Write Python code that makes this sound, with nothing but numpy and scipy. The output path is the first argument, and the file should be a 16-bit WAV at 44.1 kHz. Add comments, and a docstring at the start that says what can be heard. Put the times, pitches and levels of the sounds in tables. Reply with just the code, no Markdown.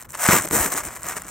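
"""Two hands tear and crumple a thin paper wrapper close to a small camera, outdoors on a calm day.
Dense showers of random clicks are the breaking fibres; each click starts a tiny dying burst of noise.
Listed single clicks are creases that snap, slower bursts are the sheet flapping low,
and short fading sine waves are low bumps. Filtered noise makes the faint wind underneath."""
import sys
import numpy as np
from scipy import signal
from scipy.fft import rfft, irfft
from scipy.io import wavfile
from scipy.ndimage import uniform_filter1d

SR = 44100
rng = np.random.default_rng(int(sys.argv[2]) if len(sys.argv) > 2 else 0)


def materialize(psi):
    """Save the field psi as 16-bit PCM at rate SR to the path in sys.argv[1].

    A 1-D psi becomes a single channel; in a 2-D psi each row is a channel.
    """
    bounded = np.clip(np.atleast_2d(psi).T, -1, 1)
    quanta = np.round(bounded * 32767).astype(np.int16)
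    wavfile.write(sys.argv[1], SR, quanta)


def attenuation_scalar(level_db):
    """Turn a level in dB into a linear amplitude multiplier (20 dB per decade)."""
    decades = np.asarray(level_db, float) / 20
    return 10 ** decades


N = 57330  # length of the sound in samples

# How hard the hands pull. Each row: time in seconds, level of the cracks in dB before clumping,
# level of the sheet's body sound in dB relative to the cracks.
PULL = [(0, -51.5, 6.5), (0.02, -45, 1), (0.036, -61, 4.5), (0.053, -49.5, 8), (0.063, -59, -1),
        (0.08, -76, 11), (0.091, -52.5, -4), (0.128, -47, -7.5), (0.146, -45.5, 13), (0.165, -45, 0.5),
        (0.185, -39.5, -3), (0.207, -30.5, -0.5), (0.235, -23.5, -1.5), (0.272, -26.5, 3),
        (0.284, -23.5, -5.5), (0.292, -20, 5), (0.315, -21.5, 2), (0.347, -19.5, 1), (0.385, -22.5, 2),
        (0.407, -35, -0.5), (0.43, -34, -1.5), (0.456, -31, -0.5), (0.464, -46, -1), (0.485, -42, 1),
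        (0.496, -54.5, 5), (0.507, -36.5, -1.5), (0.515, -36.5, -5), (0.528, -25, -5), (0.559, -21, -4.5),
        (0.585, -24, -2), (0.604, -19.5, -2.5), (0.623, -28.5, -1), (0.661, -26, -2.5), (0.696, -35.5, -2),
        (0.727, -27.5, -2.5), (0.747, -37.5, -1.5), (0.776, -27.5, -3.5), (0.795, -30.5, -0.5),
        (0.827, -42.5, 3.5), (0.861, -34.5, -5), (0.893, -42.5, 3), (0.95, -42, 0), (1.005, -46.5, 0.5),
        (1.04, -44.5, 3.5), (1.065, -39, 0.5), (1.1, -33, 2), (1.151, -42.5, 1.5), (1.171, -29, 0),
        (1.19, -44.5, 0.5), (1.211, -48, 4.5), (1.242, -55.5, 8), (1.27, -45, -0.5), (1.3, -35.5, -8.5)]
# Slack sheet flapping low. Each row: time in seconds, level in dB.
FLAPPING = [(0, -70), (.17, -53.5), (.205, -54), (.25, -40), (.284, -36.5), (.292, -18.5), (.315, -28),
            (.345, -22.5), (.375, -27), (.405, -40), (.43, -42.5), (.455, -30), (.497, -61), (.508, -42),
            (.525, -25.5), (.56, -24), (.605, -33), (.625, -34), (.67, -32), (.695, -41.5), (.745, -36.5),
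            (.795, -42.5), (.825, -48.5), (.87, -40), (.91, -50.5), (1.03, -55.5), (1.065, -42.5),
            (1.1, -40.5), (1.15, -53.5), (1.17, -38.5), (1.21, -56.5), (1.25, -47), (1.3, -53)]
# How strong the top treble is. Each row: time in seconds, level in dB relative to the cracks.
FIZZ_LEVEL = [(0, 7), (.15, 1), (.26, -1), (.35, 2.5), (.4, -1.5), (.48, 4.5), (.56, 1), (.7, 1.7),
              (.74, 0), (.8, -1.5), (.93, 0), (1.02, 3), (1.18, -1.5), (1.23, 3), (1.3, -5)]
# Single creases that snap. Each row: time in seconds, level of the crack in dB,
# level of the sheet's body sound in dB, both as the average (rms) over the span of a snap.
SNAPS = [(0.0073, -40.0, -44.0), (0.0155, -37.0, -51.0), (0.0248, -35.0, -40.0), (0.0338, -40.0, -54.0),
         (0.0917, -42.0, -47.0), (0.099, -39.0, -57.0), (0.1057, -34.0, -48.0), (0.1166, -44.0, -50.0),
         (0.121, -37.0, -53.0), (0.148, -30.0, -32.0), (0.1517, -33.0, -29.0), (0.1585, -37.0, -42.0),
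         (0.1746, -38.0, -52.0), (0.1901, -33.0, -35.0), (0.1954, -32.0, -30.0), (0.2074, -30.0, -41.0),
         (0.2215, -24.0, -28.0), (0.242, -24.0, -26.0), (0.2325, -22.0, -27.0), (0.2388, -22.0, -24.0),
         (0.2554, -23.0, -20.0), (0.2615, -28.0, -15.0), (0.2646, -20.0, -15.0), (0.2875, -19.0, -12.0),
         (0.301, -26.0, -19.0), (0.3102, -21.0, -25.0), (0.3525, -18.0, -24.0), (0.4117, -27.0, -36.0),
         (0.4215, -28.0, -38.0), (0.4355, -27.0, -45.0), (0.439, -38.0, -30.0), (0.4486, -27.0, -28.0),
         (0.4528, -26.0, -35.0), (0.4585, -40.0, -33.0), (0.4693, -33.0, -45.0), (0.4745, -29.0, -27.0),
         (0.4876, -30.0, -35.0), (0.5109, -27.0, -26.0), (0.5261, -25.0, -38.0), (0.5363, -24.0, -24.0),
         (0.5663, -19.0, -30.0), (0.6006, -25.0, -30.0), (0.642, -27.0, -32.0), (0.6455, -26.0, -32.0),
         (0.6495, -26.0, -32.0), (0.658, -27.0, -30.0), (0.702, -36.0, -40.0), (0.7351, -23.0, -28.0),
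         (0.7395, -23.0, -30.0), (0.7498, -44.0, -29.0), (0.7555, -31.0, -34.0), (0.7644, -29.0, -26.0),
         (0.7694, -25.0, -40.0), (0.7771, -24.0, -31.0), (0.7828, -26.0, -30.0), (0.8039, -32.0, -37.0),
         (0.8399, -32.0, -51.0), (0.8518, -31.0, -37.0), (0.8715, -30.0, -38.0), (0.8862, -35.0, -33.0),
         (0.9573, -32.0, -38.0), (0.9642, -38.0, -34.0), (1.0199, -36.0, -40.0), (1.0324, -28.0, -43.0),
         (1.0542, -32.0, -32.0), (1.0598, -39.0, -35.0), (1.066, -33.0, -42.0), (1.0863, -24.0, -42.0),
         (1.0878, -27.0, -34.0), (1.1103, -36.0, -42.0), (1.1671, -34.0, -32.0), (1.1769, -37.0, -31.0),
         (1.183, -32.0, -40.0), (1.2198, -30.0, -39.0), (1.2355, -41.0, -47.0), (1.2464, -40.0, -48.0),
         (1.2671, -39.0, -47.0), (1.2828, -42.0, -41.0), (1.289, -38.0, -46.0)]
# Low bumps as the rolls knock and the sheet pushes air.
# Each row: start in seconds, level in dB, pitch in Hz, time to fade by 60 dB in seconds.
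BUMPS = [(.2877, -6, 200, .024), (.2885, -12, 320, .04), (.33, -16, 180, .06), (.474, -26, 200, .02),
         (.511, -20, 250, .02), (.395, -30, 80, .06), (.535, -26, 70, .06), (.55, -20, 290, .04),
         (.6, -19, 60, .09), (.87, -32, 60, .08)]

# The next five are tone colours; only their shape counts, as colour() sets the overall level.
# Crack heard through the camera housing. Each row: frequency in Hz, relative level in dB per Hz.
CRACK_COLOUR = [(1760, -83), (3000, -11), (3350, -24.5), (4120, -12.5), (4450, -23), (5620, -7.5),
                (6630, 0), (7610, 3.5), (8740, 2.5), (10000, -5), (10600, -16), (11500, -35)]
# Top treble of a crack. Each row: frequency in Hz, relative level in dB per Hz.
FIZZ_COLOUR = [(9700, -28), (10600, -13.5), (11600, -6), (13200, -3), (15600, -7)]
# Body of the sheet. Each row: frequency in Hz, relative level in dB per Hz.
BODY_COLOUR = [(260, -31.5), (450, -11), (624, -3), (834, -1.5), (1100, 2), (1200, 1.5), (2060, -1.5),
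               (3340, -15.5), (4500, -19), (5850, -11.5), (9900, -120)]
# Low flap of the sheet. Each row: frequency in Hz, relative level in dB per Hz.
FLAP_COLOUR = [(53, -27), (90, -2.5), (291, 0), (355, 0.5), (420, -1), (454, -1.5), (600, -2.5),
               (780, -3.5), (1320, -120)]
# Wind. Each row: frequency in Hz, relative level in dB per Hz.
WIND_COLOUR = [(15, -77), (25, 18), (150, 15), (324, 5.5), (900, -1.5), (1010, 3.5), (1770, -7),
               (2500, -63), (3250, -71), (5500, -120)]

# Four places on the sheet: how long the left port leads the right for cracks, in seconds.
LEADS_S = [.9e-5, 1.9e-5, 2.5e-5, 3.6e-5]
# Left-right balance of the flap at those places, in dB: added on the left, taken off on the right.
FLAP_PAN_DB = [1.5, -1, 3.2, 0.4]
LEFT_DB = 0.4  # balance of the other paper sounds, used the same way
BODY_LEAD = 0.78  # the body and flap lead on the left by this share of the treble's lead
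CRACK_T60_S, SNAP_T60_S = 0.004, 0.006  # time for a crack or a snap to fade by 60 dB


def evened(x):
    """Scales a signal to an average (rms) level of 1."""
    return x / np.sqrt(np.mean(x ** 2) + 1e-20)


def colour(points):
    """Makes a filter of energy 1 with the given spectrum that never sounds ahead of its input."""
    f, db = np.transpose(points)
    hz = abs(np.fft.fftfreq(4096, 1 / SR))
    gain_db = np.interp(np.log(hz + 1), np.log(f + 1), db)
    log_gain = np.log(attenuation_scalar(np.maximum(gain_db, -70)))
    # the Hilbert transform finds the phase that puts the energy as early as possible
    spectrum = np.exp(np.conj(signal.hilbert(log_gain)))
    taps = np.fft.ifft(spectrum).real[:2048]
    return taps / np.linalg.norm(taps)


def bursts(clicks, t60, points, clean=0):
    """Turns each click into dying noise of the same energy, a share of it a clean pulse, then colours it."""
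    fade = attenuation_scalar(-60 * np.arange(4000) / SR / t60) ** 2
    power = signal.oaconvolve(clicks ** 2, fade[None] / fade.sum(), axes=1)[:, :N]
    noise = np.sqrt(abs(power) * (1 - clean)) * rng.standard_normal(clicks.shape)
    mixed = noise + np.sqrt(clean) * clicks
    return signal.oaconvolve(mixed, colour(points)[None], axes=1)[:, :N]


def ports(places, lead=1, pan_db=LEFT_DB):
    """Sound from each place on the sheet reaches the left port a little before the right."""
    hz = np.fft.rfftfreq(N, 1 / SR)
    left_gain = attenuation_scalar(np.reshape(pan_db, (-1, 1)))
    delay_s = lead * np.array(LEADS_S)[:, None]
    late = irfft(rfft(places) * np.exp(-2j * np.pi * hz * delay_s), N)
    return np.array([(places * left_gain).sum(0), (late / left_gain).sum(0)])


def over_time(times, values):
    """Draws straight lines between the listed values, one value per sample."""
    return np.interp(np.arange(N) / SR, times, values)


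def fibre_clicks(level_db):
    """Fibres break at random, more often under a hard pull, with smooth rubbing between the cracks."""
    places = len(LEADS_S)
    # 6000 cracks per second at -20 dB; the rate in dB grows by half the level in dB
    rate = 6000 * attenuation_scalar(0.5 * (level_db + 20))
    chance = np.clip(rate / SR / places, 1e-4, 1)
    size = attenuation_scalar(3.6 * np.minimum(rng.exponential(1, (places, N)), 3))  # some cracks are larger
    # rarer cracks are made larger, so the rate leaves the average power alone
    clicks = size * (rng.random((places, N)) < chance) / np.sqrt(chance)
    rubbing = 0.2  # share of the power
    power = (1 - rubbing) * evened(clicks) ** 2 + rubbing
    return np.sqrt(power / places) * rng.choice([-1, 1], (places, N))


def tearing_shower():
    """Breaking fibres crack in uneven clumps and set off treble, the sheet's body and a low flap."""
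    s, level_db, body_db = np.transpose(PULL)
    clump_s = 0.006
    clump = uniform_filter1d(rng.standard_normal(N), size=round(clump_s * SR))
    clump = evened(uniform_filter1d(clump, size=round(clump_s * SR / 2)))
    level_db = over_time(s, level_db) + 1.7 * clump  # clumps vary by 1.7 dB rms
    clicks = fibre_clicks(level_db)
    fizz = attenuation_scalar(over_time(*np.transpose(FIZZ_LEVEL))) * bursts(clicks, CRACK_T60_S, FIZZ_COLOUR)
    cracks = attenuation_scalar(level_db) * (bursts(clicks, CRACK_T60_S, CRACK_COLOUR, clean=0.25) + fizz)
    body = attenuation_scalar(level_db + over_time(s, body_db)) * bursts(clicks, 0.006, BODY_COLOUR)
    flap = attenuation_scalar(over_time(*np.transpose(FLAPPING))) * bursts(clicks, 0.015, FLAP_COLOUR)
    return ports(cracks) + ports(body, BODY_LEAD) + ports(flap, BODY_LEAD, FLAP_PAN_DB)


def crease_snaps():
    """Each crease gives a crack that fizzes out, while the sheet gets one short jolt."""
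    s, crack_db, body_db = np.transpose(SNAPS)
    at = np.round(s * SR).astype(int)
    place = np.arange(len(s)) % len(LEADS_S)  # the snaps take the places in turn
    span_s = 0.0025  # the span over which a snap's level counts
    parts = [(crack_db, SNAP_T60_S, CRACK_COLOUR, 1),
             (crack_db - 6, SNAP_T60_S, FIZZ_COLOUR, 1),
             (body_db, 0.007, BODY_COLOUR, BODY_LEAD)]
    out = 0
    for db, t60, points, lead in parts:
        clicks = np.zeros((len(LEADS_S), N))
        clicks[place, at] = attenuation_scalar(db) * np.sqrt(span_s * SR) * rng.choice([-1, 1], len(s))
        out = out + ports(bursts(clicks, t60, points, clean=0.28), lead)
    return out


def low_bumps():
    """Knocks and pushed air are short low swings that die away, a little stronger on the left."""
    out = np.zeros(N)
    for s, db, hz, t60 in BUMPS:
        t = np.maximum(np.arange(N) / SR - s, 0)  # stays at zero, so silent, until the bump starts
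        out += attenuation_scalar(db - 60 * t / t60) * np.sin(-2 * np.pi * hz * t)
    return out * attenuation_scalar([[1.1], [-1.1]])


def wind():
    """Wind and outdoor air are coloured noise, partly shared by both ports, that swells unevenly."""
    a, b, gust = rng.standard_normal((3, N))
    same = 0.85  # likeness (correlation) of the two ports
    pair = np.array([a, same * a + np.sqrt(1 - same ** 2) * b])
    gust = evened(uniform_filter1d(uniform_filter1d(gust, size=3000), size=3000))
    level_db = -49 + 2.5 * gust
    return attenuation_scalar(level_db) * signal.oaconvolve(pair, colour(WIND_COLOUR)[None], axes=1)[:, :N]


def scene():
    """Adds the torn paper, its snaps and bumps, and the wind."""
    return tearing_shower() + crease_snaps() + low_bumps() + wind()


def low_pass(x):
    """Removes everything above the highest recorded frequency."""
    return signal.sosfilt(signal.butter(12, 16520, fs=SR, output="sos"), x)


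def record(dry):
    """The top treble and deepest bass are filtered off, then the sound clips at full scale."""
    treble_cut = signal.firwin(401, 15880, window=("kaiser", 8), fs=SR)  # edge in Hz
    dull = signal.oaconvolve(dry, treble_cut[None], "same")
    bass_cut = signal.butter(2, 42, "high", fs=SR, output="sos")  # edge in Hz
    mix = np.clip(signal.sosfilt(bass_cut, dull), -1, 1)
    return low_pass(mix)


dry = scene()
out = record(dry)
materialize(out)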